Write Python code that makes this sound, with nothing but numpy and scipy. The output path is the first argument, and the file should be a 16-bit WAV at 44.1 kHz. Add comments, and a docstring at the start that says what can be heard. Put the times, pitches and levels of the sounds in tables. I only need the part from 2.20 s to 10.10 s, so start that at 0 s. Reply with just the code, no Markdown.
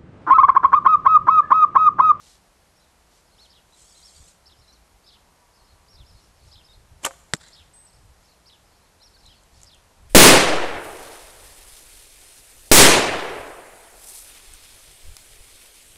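"""In a quiet field, a longbow is drawn and shot, with small birds in the hedge and light wind on the microphone.
On the draw the shaft's grain combs a hiss; on release a gliding tone zips and noise bursts swish and scrape.
Bouncing clicks make the string's slap, and fading tones make the ring of the bow.
The arrow cracks into a target with a hollow thud; sparse random echoes from the trees answer both sounds.
Birds are gliding tones; air, wind, cloth and far tyres are shaped noise."""
import sys
import numpy as np
from scipy import signal
from scipy.fft import rfft, irfft
from scipy.io import wavfile
from scipy.ndimage import uniform_filter1d, map_coordinates

SR = 44100
rng = np.random.default_rng(int(sys.argv[2]) if len(sys.argv) > 2 else 0)


def generate_wav(sig):
    """Save sig (samples, or channels by samples) to the path in sys.argv[1] as 16-bit PCM at SR."""
    pcm = np.round(np.clip(np.atleast_2d(sig).T, -1, 1) * 32767).astype(np.int16)
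    wavfile.write(sys.argv[1], SR, pcm)


N = 348257
TIME = np.arange(N) / SR
EDGE_HZ = 12560  # top of the sound band

# In every noise colour below, only the shape counts: overall loudness is set elsewhere.

# release: the shaft zipping over the bow [t/s, f/Hz, level/dB]
ZIP = [(4.841, 1890, -49), (4.845, 2440, -38), (4.848, 3040, -19), (4.8503, 3180, -28), (4.8515, 3200, -36)]
# fletching scraping past, nock snapping free [t/s, level/dB, fade setting/s], and their colour [f/Hz, level/dB per Hz]
SCRAPES = [(4.8502, -18.5, .0012), (4.8521, -18, 0.0024), (4.854, -19.5, .0014), (4.8624, -14.5, 0.00043)]
SCRAPE_COLOUR = [(1500, -11), (3300, 0.5), (4600, -12.5), (6800, 2), (8700, -0.5), (10000, -7), (11200, -2),
                 (12500, -6)]
# string leaving the glove, rushing forward, stirring the air [t/s, level/dB, rise/s, hold/s, fall/s]
SWISHES = [(4.8372, -35, 0.0037, .002, .0036), (4.8497, -28, 0.0024, 0.019, .005),
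           (4.85, -42, 0.013, 0.029, 0.015)]
# colour of the swish [f/Hz, level/dB per Hz]
SWISH_COLOUR = [(100, -7), (250, 2.5), (430, 5), (1300, 1.5), (2300, -2), (4500, -5.5), (8000, 3),
                (9800, -7), (12500, -16)]
# string slapping the arm guard [t/s, level/dB, time between bounces/s, loss per bounce/dB]
SLAPS = [(4.8506, -1, .0034, 7), (4.8628, -8, .0033, 24), (4.866, -3.5, .0033, 5), (4.9093, -18, .0038, 7),
         (4.9375, -31, .0035, 4)]
# colour of the slap [f/Hz, level/dB per Hz]
SLAP_COLOUR = [(60, -18), (260, -7), (600, -2), (1150, 4), (1600, -0.5), (2400, -11), (5000, -30),
               (12000, -47)]
# ring of bow and string [f/Hz, level/dB, time to fade by 60 dB/s]
BOW_MODES = [(539, -30, 0.14), (610, -32, .07), (693, -40.5, 0.22), (797, -31.5, .08), (930, -31, 0.049),
             (1163, -33, 0.075)]

# the hit: start of the point's crack [s]
HIT_S = 5.1361
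# colour of the crack [f/Hz, level/dB per Hz]
CRACK_COLOUR = [(200, -9.5), (700, -6), (1100, -6.5), (1500, -0.5), (1850, 3), (2400, -10.5), (3000, -9.5),
                (3600, -2.5), (4800, -7.5), (6400, -15), (7100, -9), (7900, -4), (8500, -25), (9200, -7),
                (10200, -23), (12500, -31)]
# hollow thud of the target [f/Hz, level/dB, time to fade by 60 dB/s]
TARGET_MODES = [(166, -17, 0.038), (205, -18.5, 0.032), (310, -21, 0.038), (426, -24.5, 0.034),
                (602, -31, 0.043)]
# dying jolts of the shaft buzzing in the target [t/s, level/dB, decay/s]
JOLTS = [(5.138, -20.5, 0.003), (5.148, -34, .0045), (5.166, -48, .005)]
JOLT_RISE_S = .0006
# colour of the buzz [f/Hz, level/dB per Hz]
BUZZ_COLOUR = [(300, -21), (1600, -2), (2800, -13), (4800, -5), (6200, -8), (7400, 3), (8400, -3.5),
               (10000, -17), (12500, -19)]
# colour of what the trees send back [f/Hz, level/dB]
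TREES_COLOUR = [(150, -8), (600, -4), (1800, -4), (4000, 0), (8000, -1), (12000, -3)]

# the draw: one rubbing stroke; RUB_DB is its level at RUB_S, before the slow growth
RUB_S, RUB_DB, RUB_RISE_S, RUB_HOLD_S, RUB_FALL_S = 1.59, -56.3, .05, 0.511, 0.034
RUB_GROWTH_DB_PER_S = 3.5
# colour of the rub [f/Hz, level/dB per Hz]
RUB_COLOUR = [(1000, -24), (2200, -17), (3300, -8), (5500, -7.5), (7000, -2.5), (7900, -1), (8700, -3.5),
              (9300, -11), (12500, -19.5)]
# middle rate of the grain passing the bow, before it wavers [t/s, f/Hz]
GRAIN_HZ = [(1.55, 980), (1.65, 1090), (1.8, 1130), (1.94, 1080), (2.02, 1210), (2.12, 1430)]

# sleeves and leather shifting [start t/s, length/s, level/dB], and their colour [f/Hz, level/dB per Hz]
RUSTLES = [(-.06, 0.27, -56), (0.893, 0.14, -63.5), (1.18, 0.12, -62.5), (3.85, 0.32, -67.5),
           (4.2, .16, -63.5), (5.95, .22, -67.5), (6.98, 0.11, -66), (7.3, 0.2, -60.5)]
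CLOTH_COLOUR = [(900, -14), (2200, -7.5), (4200, 0), (7700, -2), (9500, -7.5), (12500, -14)]
# small ticks of the gear [t/s, level/dB before a shared cut], and their colour [f/Hz, level/dB per Hz]
TICKS = [(5.283, -46.5), (7.063, -47.5), (7.235, -52.5), (7.416, -46), (7.4324, -37.5), (7.4443, -46),
         (7.5465, -49.5)]
TICK_COLOUR = [(1000, -16), (4500, -16), (7000, 1.5), (9000, -7.5), (12500, -20)]

# bird levels are before the direct and echo gains in birds()
# tune of the falling chirrup [t/s from its start, f/Hz, relative level/dB]
CHIRRUP = [(0, 3823, -9), (.011, 5300, 0), (.023, 5400, 0.5), (.039, 4450, -2.5), (.047, 3143, -4),
           (.058, 4310, -3), (.072, 3700, 1.5), (.112, 2800, -7)]
# its calls [t/s, level/dB, gain from start to end/dB, second voice as a factor on the pitch]
CHIRRUPS = [(1.292, -57, -1.5, 0.9), (2.254, -51, -11, 0.92), (2.862, -56, -1.5, .9), (3.728, -57.5, -1, 1),
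            (4.311, -51, -6, 0.92), (5.322, -51, -4, 0.85), (6.256, -52, -5.5, .92), (7.058, -62, -2, 0.79),
            (7.458, -52.5, -3.5, 0.91)]
# arched chirps placed one by one, with one faint low distant peep
# [t/s, length/s, foot f/Hz, top f/Hz, level/dB]
CHIRPS = [(1.181, .088, 2800, 4370, -55), (1.172, .09, 4000, 5470, -67), (1.524, 0.027, 3500, 4070, -58),
          (1.827, 0.072, 3790, 5450, -51.5), (1.949, 0.041, 3720, 4750, -59),
          (2.48, 0.034, 3840, 4150, -56.5), (2.523, 0.021, 4200, 6000, -58), (2.868, .028, 3380, 4020, -56),
          (2.923, .035, 3100, 4700, -60), (3.68, .079, 4400, 5590, -58), (3.855, 0.062, 3690, 5500, -60.5),
          (4.325, 0.044, 2970, 4100, -56), (4.436, 0.044, 3800, 5370, -58),
          (4.485, 0.045, 3550, 3750, -55.5), (4.526, 0.032, 3480, 4180, -57.5),
          (5.244, .047, 3750, 4170, -56.5), (5.351, 0.047, 2870, 3790, -57), (5.664, .043, 4000, 5580, -64),
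          (6.8, 0.04, 3520, 4220, -57), (6.816, .068, 4100, 5680, -54.5), (6.935, 0.038, 3500, 4560, -57.5),
          (6.963, .018, 1500, 1590, -62), (7.055, 0.03, 3490, 4110, -51), (7.088, 0.045, 2790, 3290, -56.5)]
# a chirp peaks early and is softer at its ends
CHIRP_SKEW, CHIRP_FADE_DB = .88, 2.5
# one thin high whistle [t/s, f/Hz, level/dB]
WHISTLE = [(5.533, 7950, -55), (5.54, 8100, -53.5), (5.57, 8190, -53), (5.605, 8220, -53),
           (5.635, 8160, -59), (5.66, 8100, -52.5), (5.682, 7700, -61)]
# bouts of twittering from the farther flock [start t/s, length/s, level/dB]
BOUTS = [(0.548, .1, -65.5), (1.057, .22, -65), (1.689, .12, -59.5), (2.36, .22, -64), (2.843, .1, -61),
         (3.332, .19, -65), (3.9, .15, -63), (4.158, .15, -65), (4.51, .06, -65), (5.17, .06, -61),
         (5.723, .07, -64.5), (6.022, .11, -63), (6.449, .22, -70.5), (6.975, .23, -61.5), (7.35, .06, -63)]
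# high and low notes of a bout, before random spread [foot f/Hz, top f/Hz]
NOTES = [(4210, 5400), (3593, 4300)]
# middle spacing and length of the notes [s]; largest pitch change as a share
NOTE_GAP_S, NOTE_S, NOTE_SPREAD = .053, .05, 0.0503

# light breeze on the microphone, before lumps [t/s, level/dB]
BREEZE_DB = [(0, -74), (3.1, -71), (4.2, -60.5), (6.2, -67.5), (7.9, -63.5)]
# gusts on top of the breeze [start t/s, length/s, level/dB before lumps]
GUSTS = [(1.94, .16, -53.5), (2.31, .17, -60), (2.69, .11, -61), (3.36, .35, -61), (3.73, 0.14, -49),
         (3.88, 0.15, -53.5), (4.14, 0.23, -54.5), (4.53, .1, -52), (4.68, .12, -50.5), (5.33, .13, -54.5),
         (5.68, 0.35, -54.5), (7.02, .12, -53), (7.28, 0.23, -54.5), (7.75, 0.18, -53.5)]
# colour of the wind [f/Hz, level/dB per Hz]
WIND_COLOUR = [(10, -11), (25, -3.5), (55, -1), (80, -2.5), (140, -11.5), (200, -25), (300, -30),
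               (600, -62)]
# typical size of the wind's lumps [dB] and their fastest rate [Hz]
LUMPS_DB, LUMPS_PER_S = 2.5, 16
# far tyres singing as a car passes [start t/s, length/s, level/dB], and their colour [f/Hz, level/dB per Hz]
TYRES_PASS = [(2.7, 1.35, -67.5)]
TYRES_COLOUR = [(700, -58), (920, -18), (965, -1), (1010, -19), (1170, -8), (1300, -55)]
# still air: its colour [f/Hz, level/dB per Hz] and its level over time [t/s, level/dB]
AIR_COLOUR = [(18, -33.5), (30, -4.5), (59, -1.5), (106, -14), (189, -10.5), (215, -15), (270, -16.5),
              (507, -15), (652, -14), (952, -14.5), (1110, -17.5), (3720, -25.5), (4010, -24), (7740, -26),
              (12500, -29), (16200, -70), (22000, -120)]
AIR_DB = [(0, -59.5), (5.8, -59), (7.9, -58)]


def release():
    """The string rushes forward, the arrow zips off, the string slaps home and the bow rings."""
    zipping, scrapes, wood = np.zeros((3, N))
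    add(zipping, ZIP[0][0], glide(ZIP, waver=.01, overtone=.04))
    for s, db, decay in SCRAPES:
        add(scrapes, s, amp(db) * burst(decay))
    add(wood, 4.862, ring(BOW_MODES, rise_s=0.0022))
    loudest_swish = np.max([envelope(*row) for row in SWISHES], axis=0)
    swish = hiss(SWISH_COLOUR) * loudest_swish
    slap = -colour(chatter(), SLAP_COLOUR)
    shot = swish + wood + colour(scrapes, SCRAPE_COLOUR) + slap
    echo = scatter(shot + .3 * zipping, delay_s=.015, t60=0.94, rise_s=.01)
    return shot + zipping + amp(-26) * echo


def chatter(count=5):
    """Each slap of the string is a row of clicks: it bounces a few times, ever weaker."""
    blows = np.zeros(N)
    for s, db, gap_s, loss_db in SLAPS:
        for k in range(count):
            add(blows, s + k * gap_s, amp([db - k * loss_db]))
    return blows


def hit():
    """The point tears in, the target thuds, the shaft buzzes, and the tree line answers unevenly."""
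    tear, thud = np.zeros((2, N))
    add(tear, HIT_S, amp(-12) * burst(decay_s=.0003, hold_s=0.001493))
    add(thud, 5.137, -ring(TARGET_MODES, rise_s=0.0025))
    jolts = sum(envelope(s, db, JOLT_RISE_S, 0, decay_s) for s, db, decay_s in JOLTS)
    buzz = hiss(BUZZ_COLOUR) * jolts
    impact = thud + colour(tear, CRACK_COLOUR) + buzz
    echo = scatter(impact, delay_s=0.057, t60=0.87, rise_s=0.011, taps_per_s=6000)
    return impact + amp(-26.5) * echo * amp(2.2 * drift(70))


def draw():
    """The shaft rubs over the bow; its grain combs the hiss with wavering lines that follow its rate."""
    friction = rng.standard_normal(N)
    grain_hz = curve(GRAIN_HZ) * (1 + 0.043 * drift(24))
    # copies delayed by one and two grain periods make the comb
    once, twice = (map_coordinates(friction, [np.arange(N) - k * SR / grain_hz], order=3) for k in (1, 2))
    combed = friction + .55 * once + .2 * twice
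    growth = amp(RUB_GROWTH_DB_PER_S * (TIME - RUB_S))
    stroke = envelope(RUB_S, RUB_DB, RUB_RISE_S, RUB_HOLD_S, RUB_FALL_S) * growth
    return unit(colour(combed, RUB_COLOUR)) * stroke * amp(1.6 * drift(90))


def gear():
    """Swells of unsteady noise make cloth rustles; brief bursts make leather ticks."""
    ticks = np.zeros(N)
    for s, db in TICKS:
        add(ticks, s, amp(db - 3.5) * burst(decay_s=0.0033, hold_s=.001))
    rustles = arches(RUSTLES) * hiss(CLOTH_COLOUR) * amp(1.5 * drift(120))
    return rustles + colour(ticks, TICK_COLOUR)


def birds():
    """Two-voiced chirrups, arched chirps, a whistle and a farther flock, all blurred by the branches."""
    song, thin = np.zeros((2, N))
    for s, db, swell_db, second in CHIRRUPS:
        swell = np.linspace(0, swell_db, len(CHIRRUP))
        tune = np.array(CHIRRUP) + np.outer(swell, [0, 0, 1])
        add(song, s, amp(db - 0.5) * glide(tune, waver=0.0303))
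        # the other side of the syrinx, the bird's voice organ
        add(song, s, amp(db - 4.0) * glide(tune * [1, second, 1], waver=0.0388))
    for s, *note in CHIRPS:
        add(song, s, chirp(*note))
    song *= amp(1.8 * drift(150))
    add(thin, WHISTLE[0][0], glide(WHISTLE, waver=.002))
    hedge = amp(-1.5) * song + amp(-14.0) * scatter(song, delay_s=0.0035, t60=0.44, rise_s=0.0019)
    far = flock()
    beyond = amp(-2.2) * far + amp(-11) * scatter(far, delay_s=0.0033, t60=.45, rise_s=0.0028)
    whistle = thin + amp(-13.5) * scatter(thin, delay_s=.02, t60=.7, rise_s=.01)
    return hedge + beyond + whistle


def chirp(length, foot_hz, top_hz, db, waver=.013):
    """One note whose pitch and loudness rise and fall in an arch."""
    u = np.linspace(0, 1, 17)  # share of the note that has passed
    sag = (2 * u ** CHIRP_SKEW - 1) ** 2  # 0 at the peak, 1 at the ends
    hz = top_hz - (top_hz - foot_hz) * sag
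    rows = np.transpose([u * length, hz, db - CHIRP_FADE_DB * sag])
    return glide(rows, waver=waver, overtone=0.11)


def flock():
    """Farther birds twitter in bouts, high and low notes in turn, loosely timed."""
    out = np.zeros(N)
    chances = rng.uniform(-1, 1, size=(len(BOUTS), 20, 4))
    for (s, length, db), chance in zip(BOUTS, chances):
        note_count = round(length / NOTE_GAP_S)
        for k, (late, long, sharp, loud) in enumerate(chance[:note_count]):
            foot_hz, top_hz = np.array(NOTES[k % 2]) * (1 + NOTE_SPREAD * sharp)
            note_s = NOTE_S * (1 + .25 * long)
            note = chirp(note_s, foot_hz, top_hz, db + 2 * loud, waver=.016)
            add(out, s + NOTE_GAP_S * (k + .2 * late), note)
    return out * amp(2.7 * drift(110))


def field():
    """Shaped noise makes steady air, lumpy gusts and the faint sing of far tyres."""
    air = hiss(AIR_COLOUR) * amp(curve(AIR_DB))
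    blowing = np.hypot(amp(curve(BREEZE_DB)), arches(GUSTS))
    wind = hiss(WIND_COLOUR) * blowing * amp(LUMPS_DB * drift(LUMPS_PER_S))
    return air + wind + hiss(TYRES_COLOUR) * arches(TYRES_PASS)


def scatter(x, delay_s, t60, rise_s, taps_per_s=3500):
    """Echoes from trunks and twigs: sparse random taps that swell after a delay and die away."""
    t = np.maximum(np.arange(SR) / SR - delay_s, 0)
    taps = rng.standard_normal(SR) * (rng.random(SR) < taps_per_s / SR)
    taps *= (1 - np.exp(-t / rise_s)) * amp(-60 * t / t60)
    echoes = colour(taps / np.linalg.norm(taps), TREES_COLOUR)
    return signal.oaconvolve(x, echoes)[:N]


def burst(decay_s, hold_s=0, size=1024, count=12):
    """A brief crush of fibres: random in detail, yet holding all frequencies nearly evenly."""
    shape = np.exp(-np.maximum(np.arange(size) / SR - hold_s, 0) / decay_s)
    x = rng.standard_normal(size) * shape
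    for _ in range(count):
        even = irfft(np.exp(1j * np.angle(rfft(x))))  # same strength at every frequency
        x = even * np.sqrt(shape)  # fade it again
    return x * np.linalg.norm(shape) / np.linalg.norm(x)


def ring(modes, rise_s):
    """A struck body sounds as a sum of pure tones, each dying at its own pace."""
    t = np.arange(SR // 2) / SR
    tones = sum(amp(db - 60 * t / t60) * np.sin(2 * np.pi * hz * t) for hz, db, t60 in modes)
    return (1 - np.exp(-t / rise_s)) * tones


def glide(rows, waver=0., overtone=0.):
    """A tone along (s, Hz, dB) rows, with an unsteady pitch and a share of the octave above."""
    s, hz, db = np.transpose(rows)
    t = np.arange(s[0], s[-1], 1 / SR)
    wobble = unit(uniform_filter1d(rng.standard_normal(SR), size=90))
    unsteady = 1 + waver * wobble[:len(t)]
    phase = 2 * np.pi * np.cumsum(np.interp(t, s, hz) * unsteady) / SR
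    tone = np.sin(phase) + overtone * np.sin(2 * phase)
    soft_ends = signal.windows.tukey(len(t), .06)
    return np.sqrt(2) * amp(np.interp(t, s, db)) * tone * soft_ends


def hiss(spectrum):
    """Coloured noise with an average (rms) strength of 1."""
    return unit(colour(rng.standard_normal(N), spectrum))


def colour(x, spectrum, size=8192):
    """Filters a sound to the shape of a (Hz, dB) table, with unit energy and no sound ahead of its cause."""
    hz, db = np.transpose(spectrum)
    f = abs(np.fft.fftfreq(size, 1 / SR))
    log_gain = np.log(amp(np.interp(np.log(f + 1), np.log(hz + 1), db)))
    log_gain -= np.clip((f - EDGE_HZ) / 1000, 0, 4)  # extra fall above the band
    # minimum phase: the filter answers as early as it can
    taps = np.fft.ifft(np.exp(np.conj(signal.hilbert(log_gain)))).real[:size // 2]
    return signal.oaconvolve(x, taps / np.linalg.norm(taps))[:len(x)]


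def drift(per_s):
    """Smooth random wander of rms 1, holding only changes slower than per_s in Hz."""
    spectrum = rfft(rng.standard_normal(N))
    return unit(irfft(spectrum * (np.fft.rfftfreq(N, 1 / SR) < per_s), N))


def arches(rows):
    """Gain of smooth swells given as (start s, length s, dB)."""
    return sum(amp(db) * np.sin(np.pi * np.clip((TIME - s) / length, 0, 1)) for s, length, db in rows)


def envelope(s, db, rise_s, hold_s, fall_s):
    """Gain that rises until time s, holds, and dies away."""
    t = TIME - s
    rise = np.minimum(t, 0) / rise_s
    fall = np.maximum(t - hold_s, 0) / fall_s
    return amp(db) * np.exp(np.maximum(rise - fall, -20))


def curve(rows, t=TIME):
    """Joins (s, value) rows by straight lines."""
    return np.interp(t, *np.transpose(rows))


def add(mix, s, sound):
    """Adds a sound to the mix at time s."""
    part = mix[round(s * SR):][:len(sound)]
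    part += sound[:len(part)]


def amp(db):
    """Turns decibels into gain."""
    return 10 ** (np.asarray(db) / 20)


def unit(x):
    """Scales a sound to rms 1."""
    return x / np.sqrt(np.mean(x ** 2) + 1e-20)


def scene():
    """All sources at one microphone."""
    return (release() + hit() + draw() + gear() + birds() + field())[None]


def record(dry):
    """A steep low-pass filter removes the treble above the band edge."""
    low_pass = signal.firwin(501, EDGE_HZ, window=("kaiser", 9), fs=SR)
    return signal.oaconvolve(dry, low_pass[None], "same")


dry = scene()
out = record(dry)
generate_wav(out)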